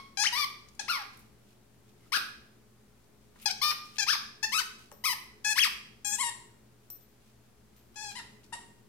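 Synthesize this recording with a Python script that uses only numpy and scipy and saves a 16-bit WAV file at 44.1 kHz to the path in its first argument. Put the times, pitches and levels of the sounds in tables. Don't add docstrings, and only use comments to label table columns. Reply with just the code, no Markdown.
import sys
import numpy as np
from scipy import signal
from scipy.io import wavfile
from scipy.ndimage import uniform_filter1d

SR = 44100
rng = np.random.default_rng(int(sys.argv[2]) if len(sys.argv) > 2 else 0)


def volts(x):
    e = np.asarray(x, float) / 20
    return 10 ** e


def store_wav(level_fs):
    pcm = np.round(np.clip(np.atleast_2d(level_fs), -1, 1) * 32767)
    wavfile.write(sys.argv[1], SR, pcm.T.astype(np.int16))


N = 391608
LEAD = 11025

# (start [s], length [s], pitch [Hz], surge after [s])
REFILLS = [
    (0.792, 0.014, 823, 0.014),
    (5.445, 0.092, 845, 0.064),
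]
SURGE_UP, SURGE_DB, SURGE_S = 0.032, 1, 0.015
DROOP, DROOP_S = 0.034, 0.015
# (start [s], rise [s], settling [s], top pitch [Hz], end pitch [Hz])
BITES = [
    (-.18, 0.033, 0.15, 1150, 1093),
    (2.119, 0.034, 0.026, 1732, 1177),
    (8.151, .02, 0.038, 1047, 890),
    (8.525, 0.014, 0.0085, 940, 960),
]
ONSET_HZ, SETTLE_S, FAINT_DB, FAINT_HZ = 908, .02, -8.5, 162
# (time [s], reed pitch [Hz], push [dB])
WRESTLED = [
    [(.171, 841, 0), (.18, 777, -7.5), (.2, 832.5, -1), (.234, 850, 0), (.25, 1590, -0.5), (.263, 2177, 1),
     (.274, 3120, 3.5), (.282, 3000, -9), (.293, 2600, -3)],
    [(.324, 950, -3), (.35, 974, -3), (.356, 1071, -3), (.385, 1211, 0), (.41, 1166, -0.5),
     (.435, 1144, -0.5), (.452, 962, -2.5)],
    [(.88, 870, -5), (.89, 1291, -4.5), (.903, 1457, 1.5), (.93, 1191, -5), (.96, 1066, -5.5),
     (.985, 884, -20), (1.03, 759, -16)],
    [(4.518, 938, -10.5), (4.532, 1060, -1.5), (4.553, 1320, -0.5), (4.579, 1264, -0.5),
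     (4.584, 1490, -2.5), (4.593, 1490, 2.5), (4.597, 1616, 0.5), (4.604, 1079, -6.5), (4.625, 840, -12.5)],
    [(5.555, 897, -14), (5.575, 1147, -5.5), (5.59, 2222, 4), (5.6, 3247, -3), (5.606, 3380, -1),
     (5.62, 3184, 0.5), (5.638, 2444, 2.5), (5.652, 1285, -3), (5.68, 843, -13)],
]
# (time [s], reed pitch [Hz], push [dB])
STALLED = [
    [(4.427, 822, -1), (4.435, 870, 1), (4.445, 900, 2.5), (4.455, 871, -4), (4.47, 880, -18.5)],
    [(3.456, 834, 5.5), (3.48, 832, -2.5), (3.495, 689, -12.5), (3.505, 772, -6), (3.518, 777, 5.5)],
    [(3.982, 770, 2.5), (3.99, 890, -2), (4.002, 863, 3), (4.015, 787, -5), (4.032, 820, 0),
     (4.046, 780, -6.5)],
    [(5.038, 950, -6), (5.05, 1074, 0), (5.06, 1314, 0.5), (5.075, 1110, -0.5), (5.1, 977, -3),
     (5.118, 1024, -3), (5.14, 824, -9)],
]
# (time [s], reed pitch [Hz], level [dB])
HELD = [
    [(3.614, 1010, -29.5), (3.62, 1085, -29.5), (3.632, 1197, -26), (3.672, 1205, -30),
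     (3.684, 1214, -29.5), (3.7, 1212, -29.5), (3.718, 1205, -27.5)],
    [(4.064, 850, -40), (4.078, 1169, -31), (4.086, 1289, -24.5), (4.11, 1796, -23.5), (4.118, 1648, -29),
     (4.134, 1190, -25.5), (4.15, 947, -39), (4.16, 838, -32.5)],
    [(6.045, 840, -36), (6.053, 820.4, -34.5), (6.119, 830, -36), (6.139, 864, -32.5), (6.153, 830, -34),
     (6.165, 815, -36)],
    [(6.182, 900, -43), (6.194, 984, -37), (6.212, 1111, -29), (6.214, 1108, -31), (6.238, 945, -35),
     (6.272, 952, -35), (6.286, 916, -40.5), (6.302, 913, -32)],
    [(7.956, 817, -45.5), (7.968, 852, -43.5), (8.0, 832, -43), (8.024, 868, -41), (8.052, 828, -42),
     (8.106, 818, -43.5), (8.122, 760, -47)],
]
# (effort [dB], air out 1 or in 0, jaws open [dB], plush cover [dB], cheek hollow [dB])
GRIP = [(-35.5, 0.97, -5, 9, 2.5), (-26.5, 0.13, 3, 2, -1), (-29, 0.89, -3.5, -0.5, 2.5),
        (-32.5, -0.19, -0.5, 6, 1.5), (-28.5, 0.92, -2.5, -0.5, 5), (-26.5, 0.86, -1.5, 0.5, 2.5),
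        (-27, -0.15, -3.5, -3.5, -3.5), (-25, 1, -5, 0, -6), (-27.5, -0.63, -2.5, -4.5, 2),
        (-23.5, 0.63, -5, -0.5, -2.5), (-29, -0.43, -6.5, -1.5, -2), (-27, 0.58, 4, -0.5, 2),
        (-27.5, 0.89, 5, -4, 1.5), (-28.5, -.3, 6, -2.5, 6.5), (-23.5, 0.78, 4.5, -2.5, -1),
        (-29.5, -0.43, 10.5, -1.5, -2.5), (-27, 0.95, 20.5, 11.5, 0.5), (-42.5, 0.17, 5.5, 5.5, -0.5),
        (-37.5, 1, 8.5, 12.5, 5.5), (-31, 1, 17, 19.5, 5.5)]
# (lips sealed over lowest band [dB], tongue under middle [dB], teeth gap [dB])
SEAL = [(3, -4.5, -6), (-1.5, -1.5, 2.5), (1, 1.5, -0.5), (-0.5, -4, -1), (0, 0, 0), (-1.5, .5, -0.5),
        (1, 3.5, 3), (-1.5, -1.5, 0), (-2.5, 0.5, 2.5), (-2, -0.5, .5), (-1, -4, -1.5), (-1, 0, 0),
        (-0.5, -0.5, -0.5), (-1, -0.5, -1.5), (-3, 0.5, 0.5), (.5, .5, -1.5), (-1.5, -4, -1),
        (0.5, -2, -0.5), (-2, -1.5, 1.5), (2, -3.5, -1.5)]
# (notch of carpet echo [Hz], left minus right [dB], extra sent to room [dB])
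PLACES = [(7000, 9.5, -3), (7650, 5, -1), (6780, 6, 0), (7200, 6.5, 4), (6760, 4.5, 1.5), (6800, 5.5, 2.5),
          (7140, 5, -1), (6900, 5.5, 0), (7700, 4, -2.5), (7100, 5.5, 0), (7950, 5, 1.5), (6850, 5.5, -2),
          (6770, 4, -1.5), (7220, 4, -3), (6760, 5, -1), (4540, 5, -0.5), (6500, 3.5, 0), (9000, 5, 3),
          (6270, 4.5, 3.5), (6600, 5, 4)]
LEAK = [-4, -18, -13, -6, -5, -9, -15, -6, -18, -7, -20, -15, -17, -27, -17, -36, -12, -32, -6, -5]
LIMP = [0, 0, .02, 0, .01, .03, 0, .033, 0, .03, 0, 0, 0, 0, 0, 0, 0, 0, .035, .035]

# (low edge [Hz], high edge [Hz])
MUFFLE_HZ = [(600, 1400), (1400, 2800), (2800, 4400), (4400, 6200), (6700, 8400), (9000, 12000),
             (12000, 15500)]
AIR_IN_DB = [-15, -4, -11, -5.5, -12, -19, -22]
AIR_OUT_DB = [-7.5, -5, -9, -4.5, -19.5, -11.5, -12.5]
JAW_SHARE = [-0.19, -0.11, -0.041, -0.36, 0.9, 0.56, 0.2]
COVER_SHARE = [0.23, -0.13, 0.19, -0.29, -0.11, -0.41, -2]
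CHEEK_SHARE = [0, 0.92, 0.023, 0.1, 0, 0.088, 0]
SEAL_SHARES = [
    [1, 0, 0, 0, 0, 0, 0],
    [0, 0, 1, 0, 0, 0, 0],
    [0, 0, 0, 1, .5, 0, 0],
]
FRAY_HZ, LOW_SHARE = 2800, .7
SCATTER_DB = 6

# (frequency [Hz], level [dB], t60 [s])
TAG = [(5652, -14, .4), (5825, -18, .13), (9200, -30, .1), (12030, -24, .35), (12810, -26, .25),
       (13700, 0, .42), (14990, -28, .12)]
TWIST_HZ = 12030
TOUCH_DB, TOUCH_S, HELD_DB_PER_S = -23, 0.0082, -120
# (time [s], peak [dB], tilt of ringing [dB per octave], tick [dB], off-centre [dB])
CLINKS = [
    (4.925, -64, -14, 14.5, 23),
    (4.951, -63, -1, -11.5, 21),
    (6.068, -45, -11, 4, 2),
    (6.902, -44, -4, 6, -1),
    (6.947, -82, -2, 18, 0),
    (7.765, -69, -1, 11, 0.1),
]
# (time [s], peak [dB], centre [Hz], length [s])
KNOCKS = [(0.686, -47.5, 5510, 0.0031), (0.735, -57, 9000, 0.0022), (0.749, -52.5, 7000, 0.0052),
          (1.173, -47.5, 10000, .003), (1.192, -48, 11500, 0.0054), (1.744, -63, 2500, .003),
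          (2.164, -50, 250, 0.027), (3.043, -58.5, 5050, 0.0024), (3.358, -53, 1270, 0.005),
          (3.398, -55, 2500, 0.016), (3.416, -45, 11500, 0.029), (3.421, -50, 2530, 0.02),
          (3.967, -39, 3140, 0.0042), (4.595, -23, 4540, 0.0064), (4.916, -42, 1404, 0.0019),
          (4.918, -50, 593, 0.0044), (4.916, -40.5, 7000, 0.0011), (3.714, -23.5, 2390, 0.0034),
          (3.72, -38, 1200, .005), (2.172, -43.5, 750, 0.0089), (8.153, -48, 2500, .003),
          (8.19, -47, 1400, 0.0091), (8.523, -43.5, 1400, .004), (8.535, -49, 1400, .008),
          (7.97, -44, 5000, .003), (5.442, -37.5, 4960, 0.0036), (8.433, -55, 2820, 0.0055),
          (8.44, -53.5, 5000, 0.0045), (8.463, -59, 5000, .004)]
# (peak time [s], level [dB], rise [s], fall [s])
RUSTLE = [(1.13, -60.5, 0.009, 0.2), (1.516, -66.5, 0.14, 0.072), (1.9, -67, 0.063, 0.027),
          (2.068, -65, 0.14, 0.059), (3.214, -70, 0.0085, 0.15), (3.429, -55, 0.088, 0.029),
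          (3.85, -56, .01, 0.18), (3.97, -51, .05, 0.02), (4.79, -58, 0.0093, 0.16),
          (6.836, -71, 0.0091, 0.096), (7.01, -72.5, .01, 0.15), (7.288, -67.5, .2, .1),
          (7.468, -73, .15, 0.057), (7.764, -67.5, 0.021, 0.23), (7.95, -63, .02, .01),
          (8.118, -49, 0.0092, 0.032), (6.168, -51, .01, .03), (8.31, -69, .01, 0.21),
          (8.443, -64.5, 0.021, 0.041)]
# (frequency [Hz], level [dB per Hz])
RUSTLE_COLOUR = [(470, -46), (800, -18.5), (1420, -7), (1740, -16.5), (2500, -4.5), (3650, -7),
                 (11300, -13.5), (16000, -20)]
STROKE_DB = -17
# (start [s], length [s], frequency [Hz], level [dB])
WHEEZES = [
    (1.971, .14, 2120, -73),
    (2.04, 0.049, 1290, -68),
]

# (frequency [Hz], level [dB])
PHONE = [(300, -39.5), (700, 1), (1000, -2.5), (5000, 4.5), (12000, 1.7), (14300, -4.5), (15300, -8),
         (15900, -13.5)]
# (frequency [Hz], share of left-right difference [dB per dB])
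SHADOW = [(850, 0.48), (1200, 1.3), (2400, 2.06), (5000, 3.5), (9000, 5), (12000, 3.5), (15000, -0.9)]
# (frequency [Hz], t60 [s])
ROOM = [(600, 0.51), (1600, 0.56), (4200, 0.52), (8000, 0.5), (13000, 0.34)]
# (delay [s], level [dB])
ECHOES = [(.0021, -10), (.0068, -11), (.0115, -12), (.017, -13), (.024, -14)]
# (frequency [Hz], level [dB], t60 [s])
STANDING = [(950, -14.5, .5), (1110, -17.5, .5), (1205, -3.5, .8), (1500, -11, .6), (1690, -4.5, 0.9),
            (1890, -7.5, .6), (2030, -6.5, .6), (2410, -9.5, .7)]
# (frequency [Hz], level [dB])
ROOM_LEFT = [(600, 2), (850, -5), (1100, -1.5), (1500, -5), (4000, -2), (8000, -1.5), (13000, 3)]
# (frequency [Hz], level [dB])
ROOM_RIGHT = [(600, 2.5), (850, -5.5), (1100, -0.5), (1500, -1), (4000, -2), (8000, -11.5), (13000, 1.5)]
# (frequency [Hz], level [dB per Hz])
HUSH = [(12, -27.5), (25, -6.5), (48, -19), (75, -14.5), (117, 0), (169, -20.5), (217, -0.5), (296, -12.5),
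        (426, -14), (518, -12), (1140, -17), (3000, -23), (14000, -26.5), (15800, -28.5)]
HUSH_DB = -60
# (frequency [Hz], width [Hz], level [dB])
HUM = [(61, 10, -70), (165, 8.2, -72.5), (211.5, 12, -67.5), (250, 23, -81), (292, 11.6, -76.5),
       (357, 24, -72), (421.7, 14, -71)]
# (frequency [Hz], correlation [-1 to 1])
SAME = [(60, 0.43), (180, 0.88), (550, 0.34), (1650, 0.32), (4970, 0.051), (15000, -0.39)]
# (frequency [Hz], left minus right [dB])
LEAN = [(60, 4.07), (180, 0.65), (550, 0.91), (1650, 1.0), (4970, 3.1), (15000, 1.57)]
STIR_DB, STIR_LAG_S, STIR_S = 10.5, 0.036, 0.34
EDGE_HZ = 16100


def evened(x):
    return x / np.sqrt(np.mean(x ** 2) + 1e-20)


def read(points, hz):
    f, value = np.transpose(points)
    return np.interp(np.log(hz + 1), np.log(f + 1), value)


def add(mix, s, sound):
    part = mix[..., LEAD + round(s * SR):][..., :sound.shape[-1]]
    part += sound[..., :part.shape[-1]]


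def causal(db_of, x):
    log_gain = np.log(volts(db_of(abs(np.fft.fftfreq(2048, 1 / SR)))))
    taps = np.fft.ifft(np.exp(np.conj(signal.hilbert(log_gain)))).real[:1024]
    return signal.oaconvolve(x, taps)[:len(x)]


def slow(count, span):
    noise = rng.standard_normal(count)
    return evened(uniform_filter1d(uniform_filter1d(noise, span), span))


def bass(x):
    return signal.sosfiltfilt(signal.butter(3, FRAY_HZ, fs=SR, output="sos"), x)


def ports(x, pan_db):
    far = causal(lambda hz: -pan_db * read(SHADOW, hz), x)
    return volts(3.5) * np.array([x, np.roll(far, 2)])


def refill(start, length, hz, surge_s):
    t = np.linspace(0, length, num=40)
    surge = np.exp(-((t - surge_s) / SURGE_S) ** 2)
    droop = DROOP * np.exp((t - length) / DROOP_S)
    return np.transpose([start + t, hz * (1 + SURGE_UP * surge - droop), SURGE_DB * surge])


def bite(start, rise_s, settle_s, top_hz, end_hz):
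    t = np.linspace(0, rise_s + settle_s, num=40)
    left = np.exp(-np.maximum(t - rise_s, 0) / SETTLE_S)
    hz = end_hz + (top_hz - end_hz) * (left - left[-1]) / (1 - left[-1])
    hz = hz - (top_hz - ONSET_HZ) * np.maximum(1 - t / rise_s, 0)
    return np.transpose([start + t, hz, FAINT_DB * np.exp((ONSET_HZ - hz) / FAINT_HZ)])


def strokes_of_jaw():
    rows = [refill(*r) for r in REFILLS] + [bite(*r) for r in BITES]
    rows += [np.array(r) for r in WRESTLED + STALLED]
    rows += [np.array(r) - [0, 0, np.max(r, axis=0)[2]] for r in HELD]
    return sorted(rows, key=lambda r: r[0, 0])


def mouth_colour(out, hold_db):
    air_in, air_out = np.array([AIR_IN_DB, AIR_OUT_DB])
    shares = np.array([JAW_SHARE, COVER_SHARE, CHEEK_SHARE, *SEAL_SHARES])
    return air_in + out * (air_out - air_in) + np.dot(hold_db, shares)


def squeak(rows, muffling, notch_hz, pan_db, leak_db, limp):
    s, hz, level_db = np.transpose(rows)
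    t = np.arange(s[0], s[-1], 1 / SR)
    hz = uniform_filter1d(np.interp(t, s, hz), 200, mode="nearest")
    wobble = .004 * slow(len(t), 40)
    flutter = .06 * volts(leak_db) * slow(len(t), 16)
    order = np.arange(1, 22)[:, None]
    turns = np.cumsum(hz * (1 + wobble)) / SR
    turns = turns + np.clip((order - 1) / 4, 0, 1) * np.cumsum(hz * flutter) / SR
    limp = limp * np.clip((hz - 1120) / 60, 0, 1) * volts(3 * slow(len(t), 150))
    turns = turns + (order > 1) * limp * np.cos(np.pi * turns)
    push_db = np.interp(t, s, level_db)
    sag_db = level_db.max() - push_db
    round_db = 3.1 * np.log2(hz / 850) + 0.2 * sag_db
    strength_db = 2.0 * np.array([slow(len(t), 200) for _ in order]) - round_db * np.log2(order)
    harmonics = volts(strength_db) * (order * hz < 16500) * np.cos(2 * np.pi * order * turns)
    snaps = harmonics.sum(0)
    leak = rng.standard_normal(len(t)) * (0.57 + np.exp(-(turns[0] % 1) / 0.3))
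    leak = evened(signal.lfilter([1, -.6], 1, leak)) * volts(.4 * sag_db)
    leak = evened(leak) - LOW_SHARE * bass(evened(leak))
    per_hz = [(np.sqrt(a * b), db - 10 * np.log10(b - a)) for (a, b), db in zip(MUFFLE_HZ, muffling)]

    def colour_db(f):
        carpet_notch = 12.0 * np.exp(-((f - notch_hz) / 400) ** 2)
        return read(per_hz, f) + read(PHONE, f) - carpet_notch

    tone = causal(colour_db, evened(snaps) + volts(leak_db) * leak)
    tone /= np.sqrt(uniform_filter1d(tone ** 2, 500, mode="reflect") + 1e-20)
    edges = np.clip(np.minimum((t - s[0]) / .004, (s[-1] - t) / .006), 0, 1)
    return ports(volts(push_db) * edges * tone, pan_db)


def wheeze(length, hz, db):
    t = np.arange(0, length, 1 / SR)
    return volts(db) * slow(len(t), span=150) * np.hanning(len(t)) * np.sin(2 * np.pi * hz * t)


def knock(db, hz, length):
    t = np.arange(4000) / SR
    burst = rng.standard_normal(4000) * np.exp(-t / length * 0.64)
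    burst = causal(lambda f: -13 * abs(np.log2((f + 20) / hz)), burst)
    return ports(volts(db) * burst / abs(burst).max(), 4.0)


def clink(db, tilt_db, tick_db, twist_db, free_s):
    t = np.arange(SR // 3) / SR
    stilled_db = TOUCH_DB * np.clip((t - free_s) / TOUCH_S, 0, 1)
    stilled_db = stilled_db + HELD_DB_PER_S * np.maximum(t - free_s, 0)
    ring = np.zeros(len(t))
    for hz, mode_db, t60 in TAG:
        struck_db = mode_db + tilt_db * np.log2(hz / 13700) + twist_db * (hz == TWIST_HZ)
        fade_db = stilled_db * hz / 13700 - 60 * t / t60
        ring += volts(struck_db + fade_db) * np.sin(2 * np.pi * hz * t)
    tick = signal.lfilter([1, -.55], 1, rng.standard_normal(len(t))) * volts(tick_db - 60 * t / 0.015)
    return ports(volts(db) * (ring + tick), 4.5)


def rustle(peak_s, db, rise_s, fall_s):
    s = [peak_s - rise_s, peak_s, peak_s + fall_s]
    level_db = [db + STROKE_DB, db, db + STROKE_DB]
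    t = np.arange(s[0], s[-1], 1 / SR)
    slips = rng.standard_normal((2, len(t))) * volts(2.7 * slow(len(t), 150))
    slips = np.array([causal(lambda f: np.maximum(read(RUSTLE_COLOUR, f), -40), v) for v in slips])
    return evened(slips) * volts(np.interp(t, s, level_db) - 1.5) * signal.windows.tukey(len(t), .02)


def room(x):
    taps = np.zeros((2, SR))
    at = np.arange(300, SR - 20, 20) + rng.integers(0, 20, (2, (SR - 301) // 20))
    np.put_along_axis(taps, at, rng.choice([-1., 1.], at.shape), 1)
    hz, t, z = signal.stft(taps, SR, nperseg=256)
    port_db = np.array([read(ROOM_LEFT, hz), read(ROOM_RIGHT, hz)])[:, :, None]
    decay_db = 60 * t / read(ROOM, hz)[:, None]
    tail = signal.istft(z * volts(port_db - decay_db), SR, nperseg=256)[1]
    tail /= np.sqrt(SR / 20 * .04)
    for s, db in ECHOES:
        tail[[0, 1], round(s * SR) + rng.integers(0, 30, 2)] += volts(db - 3)
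    t = np.arange(tail.shape[1]) / SR
    for f, db, t60 in STANDING:
        unit_gain = 2 * np.log(1000) / (t60 * SR)
        tail += volts(db - 60 * t / t60) * np.sin(2 * np.pi * f * t) * unit_gain
    return signal.fftconvolve(x.mean(0)[None], tail, axes=1)[:, :x.shape[1]]


def hush():
    frames, hz = N // 1024 + 5, np.fft.rfftfreq(4096, 1 / SR)
    a, b, c, d = rng.standard_normal((frames, 2049, 4)).T
    same, left = np.clip(read(SAME, hz), -1, 1)[:, None], a + 1j * b
    z = np.array([left, same * left + np.sqrt(1 - same ** 2) * (c + 1j * d)])
    hiss = volts(2 * read(HUSH, hz))
    power = hiss / hiss.sum() * volts(2 * HUSH_DB)
    for f, width, db in HUM:
        line = np.exp(-.5 * ((hz - f) / (0.45 * width)) ** 2)
        power = power + line / line.sum() * volts(2 * db)
    t = (np.arange(frames) - 2) * 1024 / SR
    chews = np.array([r[-1, 0] for r in strokes_of_jaw()])
    stir_db = STIR_DB * np.exp(-((t[:, None] - chews - STIR_LAG_S) / STIR_S) ** 2).max(axis=1)
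    stir_share = read([(60, 0.31), (150, 0.41), (450, 0.47), (600, 0.061)], hz)[:, None]
    z *= np.sqrt(power)[:, None] * volts(stir_db * stir_share)
    z *= volts(np.multiply.outer([.5, -.5], read(LEAN, hz)))[:, :, None]
    return volts(-3.0) * signal.istft(z, nperseg=4096, noverlap=3072)[1][:, :N]


def hum():
    t = np.arange(N) / SR
    lines = [(60, -72.5), (120, -66.5), (419, -77.5)]  # (frequency [Hz], level [dB])
    return sum(volts(db + 1.1 * slow(N, 4000)) * np.sin(2 * np.pi * hz * t) for hz, db in lines)


def scene():
    near, sent, soft = np.zeros((3, 2, LEAD + N))
    holds = np.hstack([GRIP, SEAL])
    for rows, hold, place, leak_db, limp in zip(strokes_of_jaw(), holds, PLACES, LEAK, LIMP):
        effort_db, out, *hold_db = hold
        notch_hz, pan_db, room_db = place
        sound = volts(effort_db) * squeak(rows, mouth_colour(out, hold_db), notch_hz, pan_db, leak_db, limp)
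        add(near, rows[0][0], sound)
        scatter = 1 + volts(leak_db + SCATTER_DB) * slow(sound.shape[1], span=50)
        blur = sound * (evened(scatter) - 1)
        add(sent, rows[0][0], volts(room_db) * (sound + blur - LOW_SHARE * bass(blur)))
    free = np.diff([s for s, *_ in CLINKS], append=N / SR)
    for source, table in [(clink, np.column_stack([CLINKS, free])), (knock, KNOCKS)]:
        for s, *blow in table:
            sound = source(*blow)
            add(near, s, sound)
            add(sent, s, volts(-0.5) * sound)
    for s, db, rise_s, fall_s in RUSTLE:
        add(soft, s - rise_s, rustle(s, db, rise_s, fall_s))
    house = (near + room(sent) + soft)[:, LEAD:] + hush() + hum()
    air = np.zeros(LEAD + N)
    for s, *whistle in WHEEZES:
        add(air, s, wheeze(*whistle))
    return house + air[LEAD:]


def top_cut(x):
    return signal.sosfilt(signal.butter(12, 16090, fs=SR, output="sos"), x)


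def record(dry):
    edge = signal.firwin(301, EDGE_HZ, window=("kaiser", 8), fs=SR)
    mix = signal.oaconvolve(dry - .0004, edge[None], "same")
    return top_cut(mix)


dry = scene()
out = record(dry)
store_wav(out)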